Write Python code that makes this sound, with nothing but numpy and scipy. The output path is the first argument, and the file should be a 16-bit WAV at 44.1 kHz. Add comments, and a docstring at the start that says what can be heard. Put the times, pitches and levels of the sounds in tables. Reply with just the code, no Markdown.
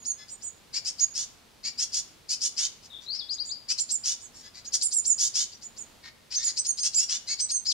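"""Begging fledglings at a window

Blue tit fledglings beg at a window sill, heard from just inside: hoarse rasps come from two unsteady voices,
thin peeps start with a scratch and lock into a tone. Another small bird whistles one phrase of gliding notes.
Delayed copies and a fading noise tail echo the birds; filtered noise makes a faint outdoor hush and a low drone."""
import sys
import numpy as np
from scipy import signal
from scipy.fft import rfft, irfft, next_fast_len
from scipy.io import wavfile
from scipy.ndimage import map_coordinates

SR = 44100
rng = np.random.default_rng(int(sys.argv[2]) if len(sys.argv) > 2 else 0)


def generate_wav(signal):
    """Clip the signal to [-1, 1] and save it as 16-bit WAV at the path in sys.argv[1]."""
    frames = np.transpose(np.atleast_2d(signal))
    scaled = np.clip(frames, -1, 1) * 32767
    pcm = np.round(scaled).astype(np.int16)
    wavfile.write(sys.argv[1], SR, pcm)


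N = 340893  # length of the scene in samples


def gain_of(db):
    """Turns decibels into amplitude."""
    return 10 ** (np.asarray(db) / 20)


def evened(x):
    """Scales a sound to an rms of 1."""
    return x / np.sqrt(np.mean(x ** 2) + 1e-20)


def read(points, hz):
    """Reads a table between its points, along a logarithmic frequency axis."""
    f, value = np.transpose(points)
    return np.interp(np.log(hz + 1), np.log(f + 1), value)


def add(mix, s, sound):
    """Adds a sound into the mix at time s in seconds, cutting off what lies outside."""
    start = round(s * SR)
    sound = sound[..., max(-start, 0):]
    part = mix[..., max(start, 0):][..., :sound.shape[-1]]
    part += sound[..., :part.shape[-1]]


def colour(x, db_at):
    """Filters a sound by a gain in dB given as a function of frequency."""
    size = next_fast_len(x.shape[-1] + 512)
    gains = gain_of(db_at(np.fft.rfftfreq(size, 1 / SR)))
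    return irfft(rfft(x, size) * gains, size)[..., :x.shape[-1]]


def wander(t, hz):
    """Smooth random curve of rms 1 that takes hz new values a second."""
    return evened(map_coordinates(rng.standard_normal(1024), [t * hz], order=3, mode="wrap"))


def gate(t, length, rise, fall):
    """Opens and closes a sound softly; all times in seconds."""
    opening = np.sin(np.pi / 2 * np.clip(t / rise, 0, 1)) ** 2
    closing = np.sin(np.pi / 2 * np.clip((length - t) / fall, 0, 1)) ** 2
    return opening * closing


def panned(x, side_db):
    """Places a sound between left and right at constant power; positive side_db is left."""
    gains = gain_of(np.array([[side_db], [-side_db]]) / 2)
    return evened(gains) * x


def delayed(x, seconds):
    """Delays a sound by a fraction of a millisecond, by turning the phase of each frequency."""
    turn = np.exp(-2j * np.pi * np.fft.rfftfreq(2 * N, 1 / SR) * seconds)
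    return irfft(rfft(x, 2 * N) * turn)[:N]


def hoarse(t, hz, rough, bright_db):
    """The two sides of the syrinx sing a small interval apart and pull on each other, splitting every harmonic."""
    # How the throat and open beak shape the voice.
    # Each row: frequency in Hz, gain in dB.
    throat = [(500, -34), (1100, -21), (1900, -14), (2700, -15), (3500, -8), (4100, -0.5), (4800, 6),
              (5500, 5), (6100, 1.5), (6900, 5.5), (7800, -6), (9500, -11.5), (11500, -22), (13000, -33.5),
              (15500, -41.5)]
    interval = 1.19  # pitch of the high side as a multiple of the low side

    def side_phase(side_hz):
        unsteady = 0.02454 * wander(t, 1502) + 0.021 * wander(t, 151.1)
        return 2 * np.pi * np.cumsum(side_hz * (1 + rough * unsteady)) / SR

    low, high = side_phase(hz), side_phase(interval * hz)
    pull = rough * np.sin(high - low)
    share = np.clip(2 * rough - .5, 0, 1)  # the high side is weaker in the cleaner calls
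    stack = 0
    for k in range(1, 6):
        strength = 0.8 if k == 1 else 1
        stack = stack + strength * (np.cos(k * low + pull) + share * np.cos(k * high - pull))
    # strong and weak cycles alternate at times
    stack = stack * (1 + 0.37 * rough * wander(t, 199) * np.cos(low / 2))
    pressure = np.exp(rough * (0.5 * wander(t, 1400) + 0.16 * wander(t, 260)))
    breath = rough * rng.standard_normal(SR)[:len(t)]
    drive = pressure * (evened(stack) + breath)
    # bright_db tilts the sound by that many dB per octave
    return evened(colour(drive, lambda f: read(throat, f) + bright_db * np.log2(np.clip(f, 2200, 9000) / 5000)))


def rasp(length, level_db, top_hz, rough, bright_db):
    """A hoarse call that climbs to its top pitch; farther climbs are steeper, and the opening beak frees the voice."""
    onset_hz, onset_share = 1750, .42  # the pitch starts about this share of the way from onset_hz to the top
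    crest = .82  # the top pitch comes after this share of the call
    push_s, droop_db_per_s = .052, 55  # effort peaks at push_s and droops on either side
    opening_s = 0.031
    t = np.arange(0, length + 0.01577, 1 / SR)
    climb_hz = (1 - onset_share) * abs(top_hz - onset_hz)
    hz = top_hz - climb_hz * (1 - t / t[-1] / crest) ** 2
    level = gain_of(level_db - droop_db_per_s * abs(t - push_s))
    voice = hoarse(t, hz, rough, bright_db)
    # a beak still partly shut lets mostly its own resonance through
    shut = evened(colour(voice, lambda f: -np.minimum(abs(f - 4750) / 180, 14)))
    opened = np.clip(t / opening_s, 0, 1)
    return level * gate(t, t[-1], rise=0.031, fall=0.031) * evened(opened * voice + (1 - opened) * shut)


def scratch(length, level_db, top_hz):
    """The rough start of a peep: a hoarse band that swells and climbs until the syrinx locks into a tone."""
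    band_hz = 1100  # how fast the noise of the climbing band changes
    t = np.arange(0, length + 0.01304, 1 / SR)
    hz = np.interp(t, [0, .6 * length, t[-1]], [2050, 2300, .45 * top_hz])
    phase = 2 * np.pi * np.cumsum(2 * hz) / SR  # the noise band lies an octave above the hoarse pitch
    climbing = wander(t, band_hz) * np.cos(phase) + wander(t, band_hz) * np.sin(phase)
    bright_db = 10 * np.log2(top_hz / 7400)  # higher peeps start with a brighter scratch
    voice = climbing + gain_of(2) * hoarse(t, hz, rough=0.93, bright_db=bright_db)
    # thin out below the beak's resonance, by 5 dB per octave
    voice = colour(voice, lambda f: 5 * np.log2(np.clip(f, 500, 3500) / 3500))
    return gain_of(level_db) * gate(t, t[-1], rise=0.03, fall=0.019) * evened(voice)


def tone(lead, length, level_db, start_hz, end_hz, harmonic, upper_db):
    """A quick upward sweep, then a clear sagging tone: the throat picks one harmonic of a low stack."""
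    sweep, release = .02, .007  # seconds
    muffle_hz, muffle_db_per_hz = 4800, .011  # the throat muffles whatever lies below this pitch
    t = np.arange(0, lead + length + release, 1 / SR)
    rising = np.clip((lead - t) / sweep, 0, 1)  # falls from 1 to 0 during the sweep
    held = np.maximum(t - lead, 0) / length  # grows from 0 to 1 during the tone
    hz = (start_hz + (end_hz - start_hz) * held ** 2) * (1 - .42 * rising ** 1.5)
    hz *= 1 + (.0025 + .045 * rising) * wander(t, 1100) + .002 * wander(t, 130)
    phase = 2 * np.pi * np.cumsum(hz / harmonic) / SR
    # the carrying harmonic, three neighbours and its octave: (steps up the stack, dB)
    partials = [(-1, -3 - 5.3 * harmonic), (0, 0), (1, upper_db), (2, upper_db - 110 / harmonic), (harmonic, -41)]
    voice = 0
    for step, db in partials:
        below_hz = np.maximum(muffle_hz - hz * (1 + step / harmonic), 0)
        voice = voice + gain_of(db - muffle_db_per_hz * below_hz) * np.cos((harmonic + step) * phase)
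    quiver_db = 1.4 * wander(t, 140)
    effort_db = level_db - 13 * rising + 3.5 * (held - .5) + quiver_db
    opening = gate(t - lead + sweep, length + sweep + release, rise=.008, fall=.009)
    return np.sqrt(2) * gain_of(effort_db) * voice * opening


def peep(length, scratch_db, tone_db, start_hz, end_hz, harmonic, upper_db):
    """A scratch that locks into a tone; returns the sound and how many seconds before the lock it starts."""
    scratch_s, early = .03, .005  # the scratch starts this much earlier than the tone's lead-in
    out = np.zeros(SR // 4)
    add(out, 0, scratch(scratch_s, scratch_db, start_hz))
    add(out, early, tone(scratch_s, length, tone_db, start_hz, end_hz, harmonic, upper_db))
    return out, scratch_s + early


def fledglings():
    """Rasps and peeps from the sill; two microphones colour them differently and hear them at different times."""
    # Hoarse begging calls.
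    # Each row: time in seconds, nominal length in seconds, level in dB at greatest effort, top pitch in Hz,
    # roughness from 0 clean to about 1 harsh, brightness in dB per octave.
    rasp_calls = [(.175, .075, -49.5, 1720, .45, -14), (.732, .06, -29.5, 2370, .65, -5),
                  (.846, .065, -30, 2700, .6, 0), (.99, .06, -39.5, 2300, .85, -7),
                  (1.143, .11, -31.5, 3030, .7, 0), (1.634, .07, -32, 2370, .55, -6.5),
                  (1.779, .075, -27, 2820, .65, -.5), (1.923, .09, -28, 2920, .75, 1.5),
                  (2.289, .065, -26.5, 2550, .7, 1), (2.408, .08, -26.5, 2940, .7, 2),
                  (2.569, .11, -26.5, 3080, .62, -3), (2.822, .06, -51, 2700, 1, -3),
                  (3.004, .07, -52.5, 1950, .6, -7), (3.127, .05, -45, 2210, .85, -6),
                  (3.685, .05, -25, 2600, .6, -3), (4.037, .11, -27.5, 2990, .65, -.5),
                  (4.334, .1, -51, 1870, .45, 3), (4.421, .075, -49.5, 1690, .5, -11),
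                  (4.537, .075, -46.5, 2010, .7, -8), (4.725, .045, -22.5, 2850, 1, 3.5),
                  (5.181, .11, -25, 3130, .68, 4), (5.339, .11, -25.5, 3080, .68, -.5),
                  (6.029, .07, -45.5, 1850, .8, -18), (6.305, .045, -34.5, 2650, .72, -7),
                  (6.366, .075, -37.5, 1830, .5, -7), (6.454, .065, -32, 2000, 1, -3),
                  (6.825, .065, -26.5, 2830, .65, -.5), (6.966, .09, -27.5, 2850, .4, -1),
                  (7.085, .095, -28, 3000, .6, -4.5), (7.271, .08, -30, 2260, .5, -4),
                  (7.695, .06, -30, 2750, .8, 3)]
    # Thin peeps, with levels before a small common trim.
    # Each row: time in seconds at which the tone locks, tone length in seconds, scratch level in dB,
    # tone level in dB, pitch in Hz, sag in Hz, number of the harmonic that carries the tone,
    # level of the next harmonic up in dB relative to it.
    peep_calls = [(0, .035, -66, -51, 6800, 100, 3, -16), (.069, .052, -44, -31, 6970, 650, 3, -15),
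                  (.306, .036, -46, -44.5, 7100, 50, 6, -6), (.436, .05, -48, -39, 7160, 400, 6, -7),
                  (1.01, .035, -35, -24, 6680, 0, 4, -19), (3.339, .015, -42, -42, 6690, 150, 5, -16),
                  (3.462, .05, -53, -41, 7090, 470, 6, -12), (3.805, .018, -27.5, -28.5, 7430, 400, 4, -11),
                  (3.919, .042, -29, -27.5, 7640, 650, 4, -12), (4.22, .05, -53, -49, 7040, 820, 6, -5),
                  (4.673, .014, -40.5, -41.5, 6680, 50, 4, -21),
                  (4.835, .038, -27.5, -27.5, 7620, 500, 4, -3),
                  (4.937, .063, -31, -26.5, 7630, 720, 4, -8), (5.069, .06, -35, -23.5, 7370, 680, 4, -12),
                  (5.545, .012, -45, -53, 5950, 100, 4, -18), (5.64, .03, -44, -41.5, 7060, 150, 5, -17),
                  (5.788, .037, -48, -40.5, 7180, 590, 5, -12), (6.363, .022, -30, -28, 6400, 320, 3, -27),
                  (6.449, .038, -31, -27.5, 7150, 650, 3, -15), (6.59, .014, -28.5, -30, 6200, 180, 3, -2),
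                  (6.672, .043, -31.5, -27.5, 6810, 490, 3, -7),
                  (6.802, .058, -29.5, -32, 6440, 280, 3, -4), (6.957, .046, -33, -23.5, 7380, 660, 3, -18),
                  (7.413, .037, -28.5, -31.5, 6200, 200, 3, -1), (7.517, .06, -29, -28.5, 6520, 310, 3, -6),
                  (7.678, .046, -32, -26, 5270, 2070, 3, -9)]
    # How the two microphones colour the near birds.
    # Each row: frequency in Hz, left level minus right level in dB.
    side_colours = [(1500, 1), (2700, 0), (4200, 6.5), (5200, 8.5), (6400, -5.5), (8000, -11), (9800, -4.5),
                    (15000, -11)]
    voices = np.zeros(N)
    for s, *call in rasp_calls:
        add(voices, s - .008, rasp(*call))  # the soft opening starts a little ahead
    for s, length, scratch_db, tone_db, hz, sag_hz, *stack in peep_calls:
        sound, lead = peep(length, scratch_db, tone_db, hz, hz - sag_hz, *stack)
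        add(voices, s - lead, gain_of(-0.3) * sound)
    left = colour(voices, lambda f: read(side_colours, f) / 2)
    right = colour(voices, lambda f: -read(side_colours, f) / 2)
    return np.array([delayed(left, 3.7e-5), right])  # they reach the right microphone first


def whistle(length, level_db, start_hz, end_hz, depth):
    """A near-pure note: a trill glides evenly and throbs in pitch and level; a plain note slurs to its end pitch."""
    trill_hz, throb_db = 46, 40  # trill rate; level swing for a trill depth of 1
    best_hz, fade_db_per_hz = 4750, .0105  # the whistler is loudest at this pitch and fades away from it
    slur_share = .7  # a plain note reaches its end pitch after this share of its length
    t = np.arange(0, length, 1 / SR)
    if depth > 0:
        glide = t / length
    else:
        glide = np.sin(np.pi / 2 * np.minimum(t / length / slur_share, 1)) ** 1.2
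    hz = start_hz + (end_hz - start_hz) * glide
    trill = depth * np.sin(2 * np.pi * trill_hz * t)
    phase = 2 * np.pi * np.cumsum(hz * (1 + trill + 0.018 * wander(t, 704))) / SR
    effort_db = level_db - fade_db_per_hz * abs(hz - best_hz) + throb_db * trill + 2.2 * wander(t, 252)
    arch_db = -7 * (2 * t / length - 1) ** 2  # weaker at the ends than in the middle
    return np.sqrt(2) * gain_of(effort_db + arch_db) * np.sin(phase) * gate(t, t[-1], rise=0.0029, fall=0.0062)


def whistler():
    """Another small bird sings one phrase off to the left."""
    # Notes of the whistled phrase.
    # Each row: start in seconds, length in seconds, level in dB at the best pitch, start pitch in Hz,
    # end pitch in Hz, trill depth as a share of the pitch.
    phrase = [(2.9, .105, -33, 3650, 3400, .045), (3.062, .122, -30.5, 3750, 5400, .04),
              (3.184, .055, -29, 5630, 3420, 0), (3.28, .062, -30, 3400, 4960, 0),
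              (3.375, .055, -30, 3350, 4820, 0), (3.49, .054, -32, 3300, 4900, 0)]
    song = np.zeros(N)
    for s, *note in phrase:
        add(song, s, whistle(*note))
    return panned(song, side_db=9.5)


def window(x, room_db=-14):
    """Near echoes from the window recess, then the room's tail of scattered echoes fading at its own rate per pitch."""
    # Echoes from the sill and window frame.
    # Each row: delay at the left in seconds, delay at the right in seconds, level in dB.
    recess = [(.0009, .0013, -39), (.0031, .0024, -15.5), (.0058, 0.0039, -7), (0.0137, 0.017, -12),
              (.021, .0225, -15.5)]
    # How long the room behind the window rings.
    # Each row: frequency in Hz, time to fade by 60 dB in seconds.
    room_fade = [(1000, 1), (4000, 0.43), (7000, 0.33), (10000, 0.39), (15000, 0.094)]
    out = x.copy()
    for left_s, right_s, db in recess:
        add(out[0], left_s, gain_of(db) * x[0])
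        add(out[1], right_s, gain_of(db) * x[1])
    # about 2500 random echoes a second, after a short gap
    chosen = rng.random((2, SR)) < 2500 / SR
    taps = rng.standard_normal((2, SR)) * chosen * (np.arange(SR) > 0.0037 * SR)
    hz, t, z = signal.stft(taps, SR, nperseg=256)
    fade = gain_of(-60 * t / read(room_fade, hz)[:, None])
    tail = signal.istft(z * fade, SR, nperseg=256)[1]
    tail /= np.linalg.norm(tail[0])
    into_room = 1.32 * x + 0.16 * x[::-1]  # each side leaks a little into the other
    return out + gain_of(room_db) * signal.fftconvolve(into_room, tail, axes=1)[:, :N]


def hush():
    """Distant outdoor air: filtered noise, more alike on the two sides in the bass than in the low treble."""
    # Colour of the outdoor hush.
    # Each row: frequency in Hz, relative level in dB.
    air_colour = [(15, -20), (30, -2), (65, -3), (100, 0), (130, -4), (280, -5), (500, -7), (900, -9),
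                  (1800, -13), (4200, -12), (7000, -18), (11000, -22), (15500, -26)]
    # How alike the hush is in the two channels.
    # Each row: frequency in Hz, likeness from 0 to 1.
    likeness = [(30, 0.71), (120, 0.64), (400, 0.2), (1500, 0.36), (6000, 0.52), (15000, .1)]
    a, b = rfft(rng.standard_normal((2, N)))
    same = np.clip(read(likeness, np.fft.rfftfreq(N, 1 / SR)), 0, 1)
    noise = irfft([a, same * a + np.sqrt(1 - same ** 2) * b], N)
    air = colour(noise, lambda f: read(air_colour, f))
    swell_db = 0.67 * wander(np.arange(N) / SR, 5.5)
    return gain_of(-57 + swell_db) * evened(air)


def drone():
    """A faint low drone: a narrow band of noise that swells and fades."""
    hz, width_hz, level_db = 228, 22, -73
    band = colour(rng.standard_normal((2, N)), lambda f: -20 * np.log10(1 + ((f - hz) / width_hz) ** 2))
    swell_db = 2.2 * wander(np.arange(N) / SR, 3)
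    return gain_of(level_db + swell_db) * evened(band + .25 * band[::-1])


def scene():
    """All the birds through the window, the whistler with more room echo, over the hush and the drone."""
    return window(fledglings()) + window(whistler(), room_db=-11.5) + hush() + drone()


def record(dry):
    """Softens both ends, then cuts the highest treble with a steep low-pass filter."""
    edge_hz = 15750
    ends = gate(np.arange(N) / SR, N / SR, rise=.003, fall=.006)
    low_pass = signal.firwin(511, edge_hz, window=("kaiser", 9), fs=SR)
    return signal.oaconvolve(dry * ends, low_pass[None], "same")


dry = scene()
out = record(dry)
generate_wav(out)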